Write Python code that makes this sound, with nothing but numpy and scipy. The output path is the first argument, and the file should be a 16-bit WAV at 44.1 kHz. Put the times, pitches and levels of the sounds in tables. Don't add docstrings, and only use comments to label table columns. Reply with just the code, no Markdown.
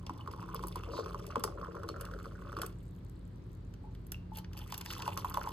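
import sys
import numpy as np
from scipy import signal
from scipy.fft import rfft, irfft
from scipy.io import wavfile
from scipy.ndimage import uniform_filter1d

SR = 44100
rng = np.random.default_rng(int(sys.argv[2]) if len(sys.argv) > 2 else 0)


def int16_out(signal):
    q = np.round(np.clip(np.atleast_2d(signal).T, -1, 1) * 32767)
    wavfile.write(sys.argv[1], SR, q.astype(np.int16))


N = 243431
TIME = np.arange(N) / SR
BINS = np.fft.rfftfreq(N, 1 / SR)
SWAP_S = 3.5


def gain_of(db):
    return 10 ** (np.asarray(db) / 20)


def evened(x):
    return x / np.sqrt(np.mean(x ** 2) + 1e-20)


def peaked(x):
    return x / (abs(x).max() + 1e-12)


def read(points, hz):
    f, value = np.transpose(points)
    return np.interp(np.log(hz + 1), np.log(f + 1), value)


def add(mix, s, sound):
    part = mix[max(round(s * SR), 0):][:len(sound)]
    part += sound[:len(part)]


def coloured(x, points, size=2048):
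    log_gain = np.log(gain_of(read(points, abs(np.fft.fftfreq(size, 1 / SR)))))
    spectrum = np.exp(np.conj(signal.hilbert(log_gain)))
    taps = np.fft.ifft(spectrum).real[:size // 2]
    return signal.oaconvolve(x, taps / np.linalg.norm(taps))[:len(x)]


def ring(modes, t):
    out = np.zeros(len(t))
    for hz, t60, db in modes:
        out += gain_of(db) * np.exp(-np.log(1000) * t / t60) * np.sin(2 * np.pi * hz * t)
    return out


def ringing(x, modes, share):
    body = ring(modes, TIME[:SR // 3])
    return x + share * signal.oaconvolve(x, body / abs(rfft(body)).max())[:N]


def bubble(hz, cycles, sag, rise=0.84, size=2400):
    age = hz * TIME[:size]
    turns = age + sag * cycles * (1 - np.exp(-age / cycles))
    swell = 1 - np.exp(-(age / rise) ** 2)
    return peaked(swell * np.exp(-age / cycles) * np.sin(2 * np.pi * turns))


def notes(rows, cycles, sag):
    out = np.zeros(N)
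    for s, db, hz in rows:
        add(out, s, gain_of(db) * bubble(hz, cycles, sag))
    return out


def patter(per_s, spread_db):
    size = gain_of(spread_db * np.minimum(rng.exponential(1, N), np.pi))
    return size * rng.choice([-1, 1], N) * (rng.random(N) < per_s / SR)


def swarm(low_hz, high_hz, per_s, cycles, spread_db, count=16):
    out = np.zeros(N)
    for hz in np.geomspace(low_hz, high_hz, count):
        births = patter(per_s / count, spread_db)
        out += signal.oaconvolve(births, bubble(hz, cycles, sag=0.14))[:N]
    return evened(out)


def droplets(per_s, spread_db, mist=0.24, crackle=0.46):
    ticks = swarm(2007, 12400, per_s, cycles=2.9, spread_db=spread_db, count=24)
    ticks = coloured(ticks, [(1900, 14.0), (14000, 2.4)])
    pops = evened(patter(per_s / 10, spread_db))
    return evened(evened(ticks) + crackle * pops + mist * rng.standard_normal(N))


def depth_db(age, shallow_db=-2.5, deep_after_s=1):
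    return shallow_db * (1 - np.clip(age / deep_after_s, 0, 1))


# (relative, per Hz)
ROOM_NOISE = [(24, -17), (40, -11), (97, -2.5), (209, -16.5), (342, -17.5), (752, -36.5), (1010, -34),
              (2710, -48), (4500, -48.5), (5680, -57.5), (14500, -69)]
# f/Hz, correlation (0 to 1)
NOISE_LIKENESS = [(150, 0.98), (1000, 0.17)]
# f/Hz, level/dB (rms)
HUM_LINES = [(48.4, -52), (90.5, -58), (117, -58), (177.7, -55)]


def background(noise_db=-48, waver=0.49):
    a, b = rfft(rng.standard_normal((2, N)))
    same = read(NOISE_LIKENESS, BINS)
    pair = np.array([a, same * a + np.sqrt(1 - same ** 2) * b])
    noise = irfft(pair * gain_of(read(ROOM_NOISE, BINS)), N)
    knots = np.linspace(0, TIME[-1], 40)
    hum = np.zeros(N)
    for hz, db in HUM_LINES:
        wander = rng.standard_normal(len(knots)) + 1j * rng.standard_normal(len(knots))
        drift = np.interp(TIME, knots, wander)
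        carrier = np.exp(2j * np.pi * (hz * TIME + rng.random()))
        hum += gain_of(db) * evened(((1 + waver * drift) * carrier).real)
    return gain_of(noise_db) * evened(noise) + hum


# t/s, plunge into the water level/dB, spray off the glaze level/dB (both before trims)
FIRST_STREAM = [(0.0, -62.5, -69), (0.56, -54, -59.5), (0.8, -57, -59), (0.95, -49, -58), (1.2, -53.5, -60),
                (1.65, -52, -67), (2.36, -57, -65.5), (2.64, -52.5, -58), (2.73, -84, -70)]
SECOND_STREAM = [(4.3, -87, -95), (4.37, -65, -42.5), (4.46, -84, -103), (4.58, -67, -57),
                 (4.8, -68.5, -64.5), (4.92, -55.5, -52.5), (5.1, -56, -57.5), (5.36, -55.5, -57.5),
                 (5.52, -52, -56)]
# f/Hz, level/dB (relative)
FIRST_MUG_SPRAY = [(900, 15.5), (1600, -4), (2900, 3), (5400, 13.5), (7200, 3.5), (9500, 12.5),
                   (14000, 4.5)]
SECOND_MUG_SPRAY = [(900, -1), (1600, -3.5), (2200, -12), (2800, -7.5), (5700, 0), (7200, -6), (11600, 4),
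                    (16000, -4)]
# f/Hz, t60/s, level/dB (relative)
HOLLOW_MODES = [(333, 0.12, 10.5), (461.8, 0.23, -4.5), (607, 0.12, 4), (870, 0.19, 3.5),
                (1108, 0.052, 2.5)]


def pour(stream, colour, low_hz, high_hz, bubbles_db, gurgle_db, spray_db, hollow,
         drops_per_s=650, gurgle_hz=310, clump_db=5, climb_per_s=0.09):
    gurgle_growth, usual_plunge_db = 1.66, -53
    s, *columns = np.transpose(stream)
    plunge_db, glaze_db = (np.interp(TIME, s, c, left=-120, right=-120) for c in columns)
    gurgle_level_db = gurgle_db + gurgle_growth * (plunge_db - usual_plunge_db) + depth_db(TIME - s[0])
    unevenness = evened(uniform_filter1d(rng.standard_normal(N), size=500))
    spurts = evened(gain_of(clump_db * np.clip(unevenness, -2, 2)))
    pace = 1 - climb_per_s * (s[-1] - np.clip(TIME, s[0], s[-1]))
    plips = swarm(low_hz, high_hz, per_s=90, cycles=3.04, spread_db=3.3)
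    plips = np.interp(np.cumsum(pace) / SR, TIME, plips)
    high = gain_of(bubbles_db + plunge_db) * plips
    low = gain_of(gurgle_level_db) * swarm(gurgle_hz, 583, per_s=240, cycles=4.0, spread_db=3.5)
    ticks = evened(coloured(droplets(drops_per_s, spread_db=3.0), colour))
    spray = gain_of(spray_db + glaze_db) * spurts * ticks
    return ringing(high + low, HOLLOW_MODES, hollow) + spray


FOAM_TIMES = (0, 2.53, 4.54)
# f/Hz, level/dB (relative)
FOAM_COLOUR = [(2500, -16), (8000, -0.5), (14000, -1.5)]
# t/s, length/s, level/dB (rms held at the crest), centre f/Hz
FIZZ_SWELLS = [(0.886, 0.17, -53, 4280), (4.833, 0.16, -53.5, 4340)]


def fizz(width=0.23, foam_db=-73):
    bursts = evened(coloured(droplets(per_s=160, spread_db=4.0), FOAM_COLOUR))
    out = gain_of(foam_db) * bursts * np.interp(TIME, FOAM_TIMES, [0, 1, 0])
    for s, length, db, hz in FIZZ_SWELLS:
        band = 1 + (np.log((BINS + 1) / hz) / width) ** 2
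        hiss = evened(irfft(rfft(rng.standard_normal(N)) / band, N))
        swell = np.hanning(int(length * SR))
        add(out, s, gain_of(db) * swell * hiss[:len(swell)])
    return out


# t/s, level/dB (before the trim), treble level/dB (before a 5.5 dB lift)
DROPLET_SPLASHES = [(0.065, -45, -17), (0.5443, -35, 29), (0.5612, -41.5, -16), (0.6696, -37.5, 11),
                    (0.6825, -36, 6), (0.7572, -41, 4), (1.265, -42, 0), (1.3955, -42, 3),
                    (1.4378, -26, -1), (1.8876, -39, -9), (2.0105, -34.5, 7.5), (2.0512, -44.5, -3),
                    (2.6168, -31, 1), (2.6625, -37.5, 8), (3.738, -53.5, -18.5), (3.949, -56.5, -15),
                    (4.067, -49, 4), (4.119, -32.5, -2.5), (4.3718, -37.5, -1), (4.444, -49, -36),
                    (4.5317, -46.5, -15), (4.5895, -44.5, -9), (4.7215, -35.5, -12.5),
                    (4.7414, -35.5, -12.5), (4.778, -32, 0.5), (4.8108, -36, -12), (4.859, -39.5, -13),
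                    (4.9025, -38, -22), (4.9337, -39, -20), (4.9985, -40.5, -32), (5.0198, -35.5, -23.5),
                    (5.0765, -39, -17), (5.1745, -31.5, -11), (5.2975, -37.5, 4), (5.3417, -36.5, -10),
                    (5.489, -46, -11)]


def splashes(splash_db=6, lag_s=0.0042, mist_db=-17, mist_s=0.0025,
             fall_db=-10, fall_s=0.019, fall_per_s=350, count=20):
    out, t = np.zeros(N), TIME[:2048]
    spits = [(s, -25 + 0.81 * db, -9) for s, db, _ in AIR_POCKETS]
    drops = list(DROPLET_SPLASHES) + spits
    for (s, db, treble_db), draws in zip(drops, rng.random((len(drops), count, 3))):
        clump = np.zeros(len(t))
        for k, (pitch, late, size) in enumerate(draws):
            small = (k + pitch) / count
            tiny = bubble(1500 * 11.84 ** small, cycles=0.95, sag=0.46, size=512)
            add(clump, lag_s * late * (1.3 - small), (size - 0.5) * tiny * (0.5 + small))
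        mist = rng.standard_normal(len(t)) * t / mist_s * np.exp(1 - t / mist_s)
        strays = rng.standard_normal(len(t)) * (rng.random(len(t)) < fall_per_s / SR)
        burst = peaked(clump) + gain_of(mist_db) * mist + gain_of(fall_db) * strays * np.exp(-t / fall_s)
        burst = coloured(burst, FIRST_MUG_SPRAY if s < SWAP_S else SECOND_MUG_SPRAY)
        burst = coloured(burst, [(5000, 0.011), (11000, treble_db + 5.5)])
        add(out, s, gain_of(db + splash_db) * peaked(burst))
    return out


# f/Hz, t60/s, level/dB (relative)
CERAMIC_MODES = [(2800, 0.028, 8), (3120, 0.017, 12), (3520, 0.011, 15.5)]


def ceramic_wall(x):
    return ringing(x, CERAMIC_MODES, share=1.77)


# t/s, level/dB (before the trims of each part), f/Hz
AIR_POCKETS = [(0.095, -29, 968), (0.275, -31.5, 1055), (0.336, -36.5, 1065), (0.427, -37.5, 1055),
               (0.545, -31.5, 1053), (0.593, -35.5, 1080), (0.637, -31, 990), (0.757, -31.5, 960),
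               (0.979, -31.5, 1030), (0.996, -32, 1046), (1.06, -34, 1070), (1.145, -31.5, 1094),
               (1.357, -21, 1032), (1.44, -22.5, 1094), (1.4758, -33.5, 1096), (1.588, -48, 1150),
               (1.613, -37, 1100), (1.751, -40, 1130), (1.833, -35, 1160), (1.889, -31, 1113),
               (1.962, -38.5, 1280), (2.01, -40.5, 1300), (2.1128, -41, 1270), (2.137, -36.5, 1315),
               (2.1882, -41, 1160), (2.2428, -52, 1240), (2.256, -36.5, 1130),  (2.528, -36, 1250),
               (2.567, -29.5, 1130), (2.587, -31.5, 1090), (2.616, -34, 1320), (2.633, -29.5, 1100),
               (4.724, -33, 943), (5.078, -22.5, 902), (5.174, -31, 1060), (5.246, -23.5, 983),
               (5.344, -31, 1015), (5.372, -20.5, 940), (5.472, -29.5, 863)]


def plops(plop_db=0.5, snap_db=-13, sigh_db=-17, sigh_lag_s=0.00433,
          gulp_db=-7.0, gulp_lag_s=0.00806, gulp_pitch=0.4):
    out = np.zeros(N)
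    unlike = np.exp(0.22 * rng.standard_normal((len(AIR_POCKETS), 2)))
    for (s, db, hz), (longer, higher) in zip(AIR_POCKETS, unlike):
        add(out, s, gain_of(db + plop_db) * bubble(hz, cycles=2.52 * longer, sag=0.17, rise=0.95))
        add(out, s, gain_of(db + snap_db) * bubble(2000, cycles=0.24, sag=0, rise=0.71))
        add(out, s + sigh_lag_s, gain_of(db + sigh_db) * bubble(0.71 * hz, cycles=3.4, sag=0.45))
        if s < SWAP_S:
            gulp = bubble(gulp_pitch * higher * hz, cycles=1.78, sag=0.15)
            add(out, s + gulp_lag_s, gain_of(db + gulp_db + depth_db(s)) * gulp)
    return ringing(out, HOLLOW_MODES, share=0.7)


# t/s, level/dB (peak), f/Hz
CLEAR_BUBBLES = [(0.209, -46, 3030), (1.889, -36, 4380), (3.84, -50.5, 866), (3.87, -55, 930),
                 (4.318, -43.5, 896), (4.374, -45.5, 894)]


def pings():
    return notes(CLEAR_BUBBLES, cycles=13.0, sag=-0.04)


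# t/s, level/dB (peak, before the hollow ring), f/Hz
LOW_GULPS = [(0.888, -38, 453), (0.988, -29.5, 450), (1.052, -43, 494), (1.372, -38.5, 237),
             (1.685, -37, 457), (1.757, -37, 472), (1.912, -38, 371), (2.159, -39.5, 400),
             (5.083, -38.5, 590), (5.377, -35.5, 580)]


def gulps():
    return ringing(notes(LOW_GULPS, cycles=2.3, sag=0.046), HOLLOW_MODES, share=1.8)


# f/Hz, t60/s, level/dB (at the start)
KETTLE_MODES = [(2720, 0.022, -39), (2655, 0.44, -64), (2794, 0.47, -62)]


def clink(at_s=4.1445):
    out = np.zeros(N)
    add(out, at_s, ring(KETTLE_MODES, TIME[:SR // 2]))
    return out


def echoes(x, delay_s=0.00975, echo_db=-9, dull_hz=1800):
    out = x.copy()
    b, a = signal.butter(1, dull_hz, fs=SR)
    add(out, delay_s, -gain_of(echo_db) * signal.lfilter(b, a, x))
    return out


# f/Hz, t60/s
ROOM_DECAY = [(200, 0.58), (1000, 0.29), (14000, 0.18)]


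def room(x, wet_db=-14, onset_s=0.00091, shared=0.67):
    noise = rng.standard_normal((2, SR // 2)) + shared * rng.standard_normal(SR // 2)
    hz, t, z = signal.stft(noise, SR, nperseg=256)
    decay = np.exp(-np.log(1000) * t / read(ROOM_DECAY, hz)[:, None])
    z = z * decay * (1 - np.exp(-t / onset_s))
    tone = gain_of(read([(6000, 1.0), (10500, -6)], hz))[:, None]
    tail = signal.istft(z * tone, SR, nperseg=256)[1]
    tail = tail / np.linalg.norm(tail[0])
    return gain_of(wet_db) * signal.fftconvolve(x[None], tail, axes=1)[:, :N]


# f/Hz, lead of the left/rad
PHASE_LEAD = [(100, 0), (1100, -1), (2400, 2), (3300, .7), (4600, .7), (5400, 3.1), (10200, 9.4),
              (15500, 16.1)]
# f/Hz, left minus right level/dB
BALANCE = [(150, 0), (500, 6), (800, 1.5), (1300, -4), (1900, 1.5), (4400, -3), (5400, 4), (7000, -0.5)]


def ports(x):
    half = np.exp(0.5j * read(PHASE_LEAD, BINS)) * gain_of(read(BALANCE, BINS) / 2)
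    return irfft(rfft(x) * np.array([half, 1 / half]), N)


def scene():
    first = pour(FIRST_STREAM, FIRST_MUG_SPRAY, low_hz=1108, high_hz=1434,
                 bubbles_db=-2.5, gurgle_db=-56.0, spray_db=-2.5, hollow=1.36)
    second = pour(SECOND_STREAM, SECOND_MUG_SPRAY, low_hz=904, high_hz=1337,
                  bubbles_db=3.5, gurgle_db=-58, spray_db=0.5, hollow=2.0)
    water = ceramic_wall(first + second + splashes())
    sources = water + plops() + gulps() + pings() + clink() + fizz()
    return ports(echoes(sources) + room(sources)) + background()


def record(dry):
    cut = signal.sosfilt(signal.butter(6, 35, "high", fs=SR, output="sos"), dry)
    taps = signal.firwin(511, 16300, window=("kaiser", 9), fs=SR)
    return signal.oaconvolve(cut, taps[None], "same")


dry = scene()
out = record(dry)
int16_out(out)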